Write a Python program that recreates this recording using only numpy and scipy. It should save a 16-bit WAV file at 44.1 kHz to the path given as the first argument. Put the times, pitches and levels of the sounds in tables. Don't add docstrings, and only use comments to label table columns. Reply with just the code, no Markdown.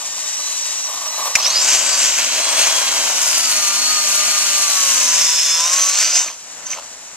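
import sys
import numpy as np
from scipy import signal
from scipy.fft import rfft, irfft
from scipy.io import wavfile
from scipy.ndimage import uniform_filter1d, map_coordinates

SR = 44100
rng = np.random.default_rng(int(sys.argv[2]) if len(sys.argv) > 2 else 0)


def dump(signal):
    limited = np.clip(np.atleast_2d(signal).T, -1, 1)
    pcm = np.round(limited * 32767).astype(np.int16)
    wavfile.write(sys.argv[1], SR, pcm)


N = 315756
T = np.arange(N) / SR
HZ = np.maximum(np.arange(N // 2 + 1) * SR / N, 1)

# t/s, level/dB, extra for the hiss/dB, extra for the chip spray/dB
CUT_LEVELS = [(1.8, -24.5, 3.5, -9), (2.45, -23.5, 1, -11.5), (2.8, -22, 2.5, -5), (3.4, -24, 5.5, 1.5),
              (4.55, -24.5, 2, 1), (4.85, -26, 4.5, 5), (5.15, -22, 6, -5), (5.6, -25, 6.5, -3),
              (5.9, -26, 9, -2.5), (6.12, -26, 4.5, -18), (6.3, -31, 8, -7)]
# t/s, length/s, boost/dB
DEEP_BITES = [(1.46, 0.037, 7), (1.61, 0.16, 2.5), (1.73, 0.089, 7.5), (2.06, 0.16, 4.5), (2.19, 0.082, 3),
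              (2.36, 0.065, 5), (2.63, 0.18, 5.5), (5.77, 0.063, 2), (6.02, 0.065, 7.5), (6.18, 0.061, 8.5)]
# f/Hz, level/dB
BOARD_COLOUR = [(30, -40), (90, -33.5), (200, -20), (380, -11), (520, 8), (660, 12.5), (780, 5), (1050, 12),
                (1350, 6), (1700, -45)]
RASP_COLOUR = [(1100, -82), (1400, 1.5), (1600, -1), (1900, -0.5), (2400, 4), (2850, 5), (3400, 0.5),
               (4000, 0), (4650, 4.5), (5500, -10.5)]
HISS_COLOUR = [(4000, -66), (4750, -4), (5300, 3.5), (5800, 3.5), (6300, 7.5), (6900, 7.5), (7400, 9.5),
               (8000, 3), (8700, -1.5), (10000, -85)]
SPRAY_COLOUR = [(7800, -32), (8900, 0), (10000, -10), (11500, -10.5), (12800, -14.5), (14300, -13)]
LAYER_RESPONSE = [(0.38, 0.1, .5), (0.85, 1.0, 0.25), (1.0, 4.3, 0.56), (1, 3.8, 1)]
# f/Hz, likeness (1 = the same)
TOOL_LIKENESS = [(60, 0.34), (300, 0.87), (1200, 1), (3500, 0.95), (6500, 0.85), (9000, 0.53),
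                 (13000, 0.11)]
def knives(speed, chip_db=1.3, pulse_depth=.25, grain_db=1.5, flutter_db=1.64, lift_s=6.3):
    turns = np.cumsum(speed) / SR
    chip_size = rng.standard_normal(N)[turns.astype(int)]
    passes = from_db(chip_db * chip_size) * (1 + pulse_depth * np.cos(2 * np.pi * turns))
    feed_db, hiss_db, spray_db = in_time(CUT_LEVELS)
    feed_db = feed_db - 188 * np.maximum(T - lift_s, 0)
    board_db = -14 + .0885 * (in_time(SHAFT_SPEED)[0] - 200)
    bite_db, spun, flutter, out = swells(DEEP_BITES), spin(), drift(32), 0
    layers = (board_db, BOARD_COLOUR), (0, RASP_COLOUR), (hiss_db, HISS_COLOUR), (spray_db, SPRAY_COLOUR)
    for (layer_db, colour), (bite_share, exponent, flutter_share) in zip(layers, LAYER_RESPONSE):
        tearing = rms_one(passes * from_db(grain_db * drift(910)))
        wander_db = flutter_db * (flutter_share * flutter + .5 * drift(7.9))
        gain = spun ** exponent * from_db(feed_db + layer_db + bite_share * bite_db + wander_db)
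        out = out + gain * tearing * noise(colour, TOOL_LIKENESS)
    bass_cut = signal.butter(2, 190, "high", fs=SR, output="sos")
    return signal.sosfilt(bass_cut, out)


# t/s, speed/(turns per s)
SHAFT_SPEED = [(1.9, 255), (2.12, 251), (2.42, 275), (2.57, 280), (2.98, 266), (3.25, 241), (3.53, 206),
               (3.7, 197.5), (3.9, 209.5), (4.07, 198.5), (4.3, 203.5), (4.6, 198), (5.15, 167), (5.3, 164),
               (5.58, 163.5), (5.75, 182), (5.92, 190), (6.05, 220), (6.23, 245)]
def shaft_speed(wobble=.00227):
    return in_time(SHAFT_SPEED)[0] * spin() * (1 + wobble * drift(52.4))


SWITCH_ON_S, SWITCH_OFF_S = 1.355, 6.24
def spin(spin_up_s=.28, braking_s=.21):
    rising = np.clip((T - SWITCH_ON_S) / spin_up_s, 0, 1) ** .42
    return rising * np.clip(1 - (T - SWITCH_OFF_S) / braking_s, 0, 1)


# multiple of the shaft speed, level/dB
MOTOR_TONES = [(3, -13), (3.5, -15), (4, -15), (4.5, -16), (5, -19), (5.5, -19), (6, -4.5), (7, -9),
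               (8, -10), (9, -10), (10, -10), (11, -11), (12, -10)]
# multiple of the shaft speed, level/dB
HUM_TONES = [(1, -21), (1.25, -19), (1.5, -19), (2, -24)]
WHISTLE_TONES = [(18.5, -5.5), (27.75, -3), (30, 1), (36.25, -8)]
SINGING_TONES = [(12, -7), (15, -8), (30, 0)]
# f/Hz, width/Hz, boost/dB
CASE_RINGS = [(264.6, 37, 10.5), (610, 23, 5), (1020, 510, 8), (1220, 120, 2), (4400, 530, 2.5),
              (5260, 1900, 17), (6330, 670, 7.5)]
# t/s, length/s, change/dB
DRONE_SWELLS = [(2.2, 0.34, -8), (3.55, 0.21, 1), (5.42, 0.19, -9), (5.72, 0.1, 1.5), (6.05, 0.46, -2.5)]
def motor(speed):
    running = spin() ** 4
    drone_gain = running * from_db(-38 + swells(DRONE_SWELLS))
    drone = drone_gain * tones(speed, MOTOR_TONES, waver_db=2.8, rings=CASE_RINGS)
    hum_gain = running * held(SWITCH_ON_S, 5.54, fade_s=.6) * from_db(-42)
    hum = hum_gain * tones(speed, HUM_TONES, waver_db=2, rings=CASE_RINGS)
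    shaky_speed = speed * (1 + .007 * drift(160))
    whistle_gain = held(1.6, 2.12, fade_s=.05) * from_db(-23.5)
    whistle = whistle_gain * tones(shaky_speed, WHISTLE_TONES, waver_db=2.8)
    singing_gain = running * from_db(-25.5 - .3 * (270 - speed))
    singing = singing_gain * tones(shaky_speed, SINGING_TONES, waver_db=2.8)
    return drone + hum + whistle + singing


# multiple of the rate at which teeth pass, level/dB
BELT_TONES = [(2, -10), (3, -15), (4, -15), (5, -22)]
# t/s, length/s, change/dB
WHINE_SWELLS = [(3.9, 0.18, 5.5), (4.98, 0.25, -6), (5.47, 0.43, 4), (5.82, 0.26, -6), (6.15, 0.043, 9),
                (6.25, .08, -8)]
def belt(speed, teeth_per_turn=10.75, slack_speed=254):
    smooth_speed = uniform_filter1d(speed, SR // 10)
    surge = np.clip(abs(np.gradient(smooth_speed)) * SR / 500, 0, 1)
    tooth_hz = speed * teeth_per_turn * (1 + (.002 + .026 * surge) * drift(400))
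    roughness = np.clip(.26 + .91 * surge, 0, .6)
    flapping = np.sqrt(1 - roughness ** 2) + roughness * drift(570)
    tension = spin() ** 4 * np.clip((slack_speed - speed) / 50, 0, 1)
    whine_gain = tension * from_db(-28 + swells(WHINE_SWELLS))
    screech_gain = held(1.4, 1.615, fade_s=.066) * from_db(-21.5)
    teeth = tones(tooth_hz, BELT_TONES, waver_db=1.6, rings=CASE_RINGS)
    return np.maximum(whine_gain, screech_gain) * flapping * teeth


# t/s, rise/s, fall/s, board/dB, rasp/dB, hiss/dB
SOLE_SLIDES = [(6.72, 0.059, 0.061, -42, -34, -34), (6.787, 0.014, 0.017, -29, -36, -39)]
def sole_slide(judder_db=2.5):
    out = 0
    for layer, colour in enumerate((BOARD_COLOUR, RASP_COLOUR, HISS_COLOUR)):
        gain = sum(from_db(db[layer]) * stroke(t, rise, fall) for t, rise, fall, *db in SOLE_SLIDES)
        out = out + gain * noise(colour, TOOL_LIKENESS)
    return out * rms_one(from_db(judder_db * drift(110)))


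# t/s, rise/s, fall/s, level/dB
SOLE_SQUEALS = [(5.05, .08, 0.19, -20), (5.82, 0.16, .1, -18), (6.02, 0.056, .05, -20),
                (6.19, .07, 0.06, -19), (6.668, .012, .018, -27.5), (6.704, 0.0033, .025, -21)]
def sole_squeal(pitch_hz=6190, width_hz=150, burst_db=2):
    ringing = rms_one(irfft(rfft(rng.standard_normal(N)) * resonance(pitch_hz, width_hz), N))
    rubbing = sum(from_db(db) * stroke(t, rise, fall) for t, rise, fall, db in SOLE_SQUEALS)
    return rubbing * rms_one(ringing * from_db(burst_db * drift(60)))


# t/s, level/dB, time to fade by 60 dB/s, treble limit/Hz
CONTACTS = [(1.352, -10, 0.014, 14000), (1.3538, 0, 0.016, 14000), (1.355, -8, 0.056, 12000),
            (1.629, -26, 0.017, 12100), (6.174, -16, 0.027, 6000), (6.282, -15, 0.033, 2543),
            (6.701, -33, 0.035, 12000), (6.73, -16.5, 0.052, 3000)]
# f/Hz, width/Hz, level/dB
BODY_RINGS = [(170, 170, 0), (920, 1000, -9), (2400, 380, 23), (5380, 920, 21), (7050, 120, 19.5)]
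def knocks():
    rattle, force = rng.standard_normal(N), 0
    for t, db, fade_s, treble_hz in CONTACTS:
        blow = rattle * from_db(db - 60 * np.clip((T - t) / fade_s, 0, 2)) * (T >= t)
        force = force + signal.sosfilt(signal.butter(2, treble_hz, fs=SR, output="sos"), blow)
    body = sum(from_db(db) / np.sqrt(width) * resonance(hz, width) for hz, width, db in BODY_RINGS)
    return irfft(rfft(force) * body / np.sqrt(np.mean(abs(body) ** 2)), N)


# t/s, wood rumble/dB, hiss/dB
FAR_LEVELS = [(0, -36.5, -23.5), (0.66, -36.5, -21), (0.82, -41.5, -23), (0.92, -29, -24), (1.3, -27, -24),
              (2.6, -53, -21.5), (5, -36, -15.5), (6.3, -65, -34.5)]
# f/Hz, level/dB
FAR_WOOD_COLOUR = [(30, -46), (90, -29), (250, -13.5), (400, -13), (600, 4.5), (800, 3), (1150, 12),
                   (1350, -4), (1700, -4)]
FAR_HISS_COLOUR = [(1100, -43.5), (1450, -20), (2200, -17), (2900, -10.5), (3400, -15), (4050, -10),
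                   (4400, -13.5), (4700, -8.5), (5150, -12), (5800, -5.5), (7600, 0), (8800, -12.5),
                   (10000, -14), (12000, -20.5), (14300, -30)]
# t/s, f/Hz
FAR_BLADE_RATE = [(0, 1785), (.25, 1865), (.48, 2020), (.7, 1916), (.85, 1950), (.97, 1850), (1.12, 1975),
                  (1.35, 1930)]
# multiple of the blade rate, level/dB
FAR_FAN_TONES = [(1, -6), (2, 1), (3, 3), (4, 7), (5, 0)]
# f/Hz, width/Hz, boost/dB
FAR_CASE_RINGS = [(4080, 140, 9.5), (5860, 190, 13.5)]
def far_tool(rumble_db=3, flutter_db=1.02, whistle_hz=4100):
    wood_db, hiss_db = in_time(FAR_LEVELS)
    wood = from_db(wood_db + rumble_db * drift(25)) * noise(FAR_WOOD_COLOUR, TOOL_LIKENESS)
    hiss = from_db(hiss_db + flutter_db * drift(17)) * noise(FAR_HISS_COLOUR, TOOL_LIKENESS)
    wobble = 1 + .00396 * drift(56)
    blade_hz = in_time(FAR_BLADE_RATE)[0] * wobble
    fan = from_db(-44) * tones(blade_hz, FAR_FAN_TONES, waver_db=3, rings=FAR_CASE_RINGS)
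    whistle = from_db(-39.5) * tones(whistle_hz * wobble, [(1, 0)], waver_db=2)
    return wood + hiss + held(0, 1.63, fade_s=.13) * fan + held(1.07, 1.5, fade_s=.04) * whistle


# t/s, level/dB
BACKGROUND_LEVEL = [(0, -37), (6.38, -42), (6.6, -34.5), (6.9, -38), (7.15, -38)]
# f/Hz, level/dB
BACKGROUND_COLOUR = [(45, -18), (130, -13.5), (260, -8.5), (400, -11), (600, -2.5), (1100, -4), (2000, -5),
                     (3200, -13.5), (5500, -14), (6400, -9.5), (7000, 4.5), (8000, -5), (10000, -29.5),
                     (14000, -35)]
# f/Hz, likeness (1 = the same)
BACKGROUND_LIKENESS = [(40, 0.27), (150, 0.91), (600, 0.98), (1500, 0.62), (3000, 0.12), (6000, 0.13),
                       (9000, .1)]
def background(hum_hz=63, hum_db=-69.5):
    hum = np.sqrt(2) * from_db(hum_db) * np.sin(2 * np.pi * hum_hz * T + drift(4))
    return hum + from_db(in_time(BACKGROUND_LEVEL)[0]) * noise(BACKGROUND_COLOUR, BACKGROUND_LIKENESS)


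def tones(rate, multiples, waver_db, rings=()):
    angle, out = 2 * np.pi * np.cumsum(rate) / SR, 0
    for multiple, db in multiples:
        boost_db = sum(top / (1 + (2 * (multiple * rate - hz) / width) ** 2) for hz, width, top in rings)
        gain = from_db(db + boost_db + waver_db * drift(14))
        out = out + np.sqrt(2) * gain * np.sin(multiple * angle + 2 * np.pi * rng.random())
    return out


def noise(colour, likeness):
    alike = np.clip(over_hz(likeness), 0, 1)
    shared, *own = rfft(rng.standard_normal((3, N)))
    blend = np.sqrt(alike) * shared + np.sqrt(1 - alike) * np.array(own)
    return rms_one(irfft(from_db(over_hz(colour)) * blend, N))


def drift(rate_hz):
    wander = irfft(rfft(rng.standard_normal(N)) / (1 + (HZ / rate_hz) ** 2), N)
    return np.clip(rms_one(wander), -2.5, 2.5)


def resonance(hz, width):
    return 1 / (1 + 1j * (HZ * HZ - hz * hz) / (HZ * width))


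def swells(rows):
    return sum(db * np.exp(-np.log(2) * (2 * (T - t) / length) ** 2) for t, length, db in rows)


def stroke(peak_s, rise_s, fall_s):
    return np.exp(-np.maximum((peak_s - T) / rise_s, (T - peak_s) / fall_s))


def held(start_s, end_s, fade_s):
    return np.clip(.5 + np.minimum(T - start_s, end_s - T) / fade_s, 0, 1)


def in_time(rows):
    times, *columns = np.transpose(rows)
    return [np.interp(T, times, column) for column in columns]


def over_hz(points):
    hz, value = np.transpose(points)
    return np.interp(np.log(HZ), np.log(hz), value)


def from_db(db):
    return 10 ** (np.asarray(db) / 20)


def rms_one(x):
    return x / np.sqrt(np.mean(x ** 2) + 1e-20)


def placed(stereo, right_lead_ms):
    positions = np.arange(N) - right_lead_ms * SR / 1000
    return np.array([map_coordinates(stereo[0], [positions], order=3, mode="nearest"), stereo[1]])


# t/s, head start of the right side/ms
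PLANER_LEAD = [(1.4, 0.056), (2.2, 0.084), (3.0, 0.093), (4.6, 0.1), (5.3, 0.072), (5.8, 0.027),
               (6.8, 0.019)]
def scene():
    speed = shaft_speed()
    planer = knives(speed) + motor(speed) + belt(speed) + sole_slide() + sole_squeal() + knocks()
    tools = placed(planer, in_time(PLANER_LEAD)[0]) + placed(far_tool(), right_lead_ms=-.038)
    return tools + background()


# f/Hz, level/dB
RIGHT_COLOUR = [(100, 0), (3800, 0), (5000, 2), (5900, 5), (6400, 1), (7100, -12.5), (7800, -13),
                (10000, -10), (12000, -17.5), (14300, -24.5)]
def record(dry, cutoff_hz=14300):
    cepstrum = irfft(np.log(from_db(over_hz(RIGHT_COLOUR))), N)
    one_sided = np.where(T < T[N // 2], 1 + (T > 0), 0)
    right_filter = np.exp(rfft(cepstrum * one_sided))
    right = irfft(rfft(dry[1]) * right_filter, N)
    clipped = np.clip([dry[0], right], -1, 1)
    return signal.sosfilt(signal.ellip(12, .1, 80, cutoff_hz, fs=SR, output="sos"), clipped)


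dry = scene()
out = record(dry)
dump(out)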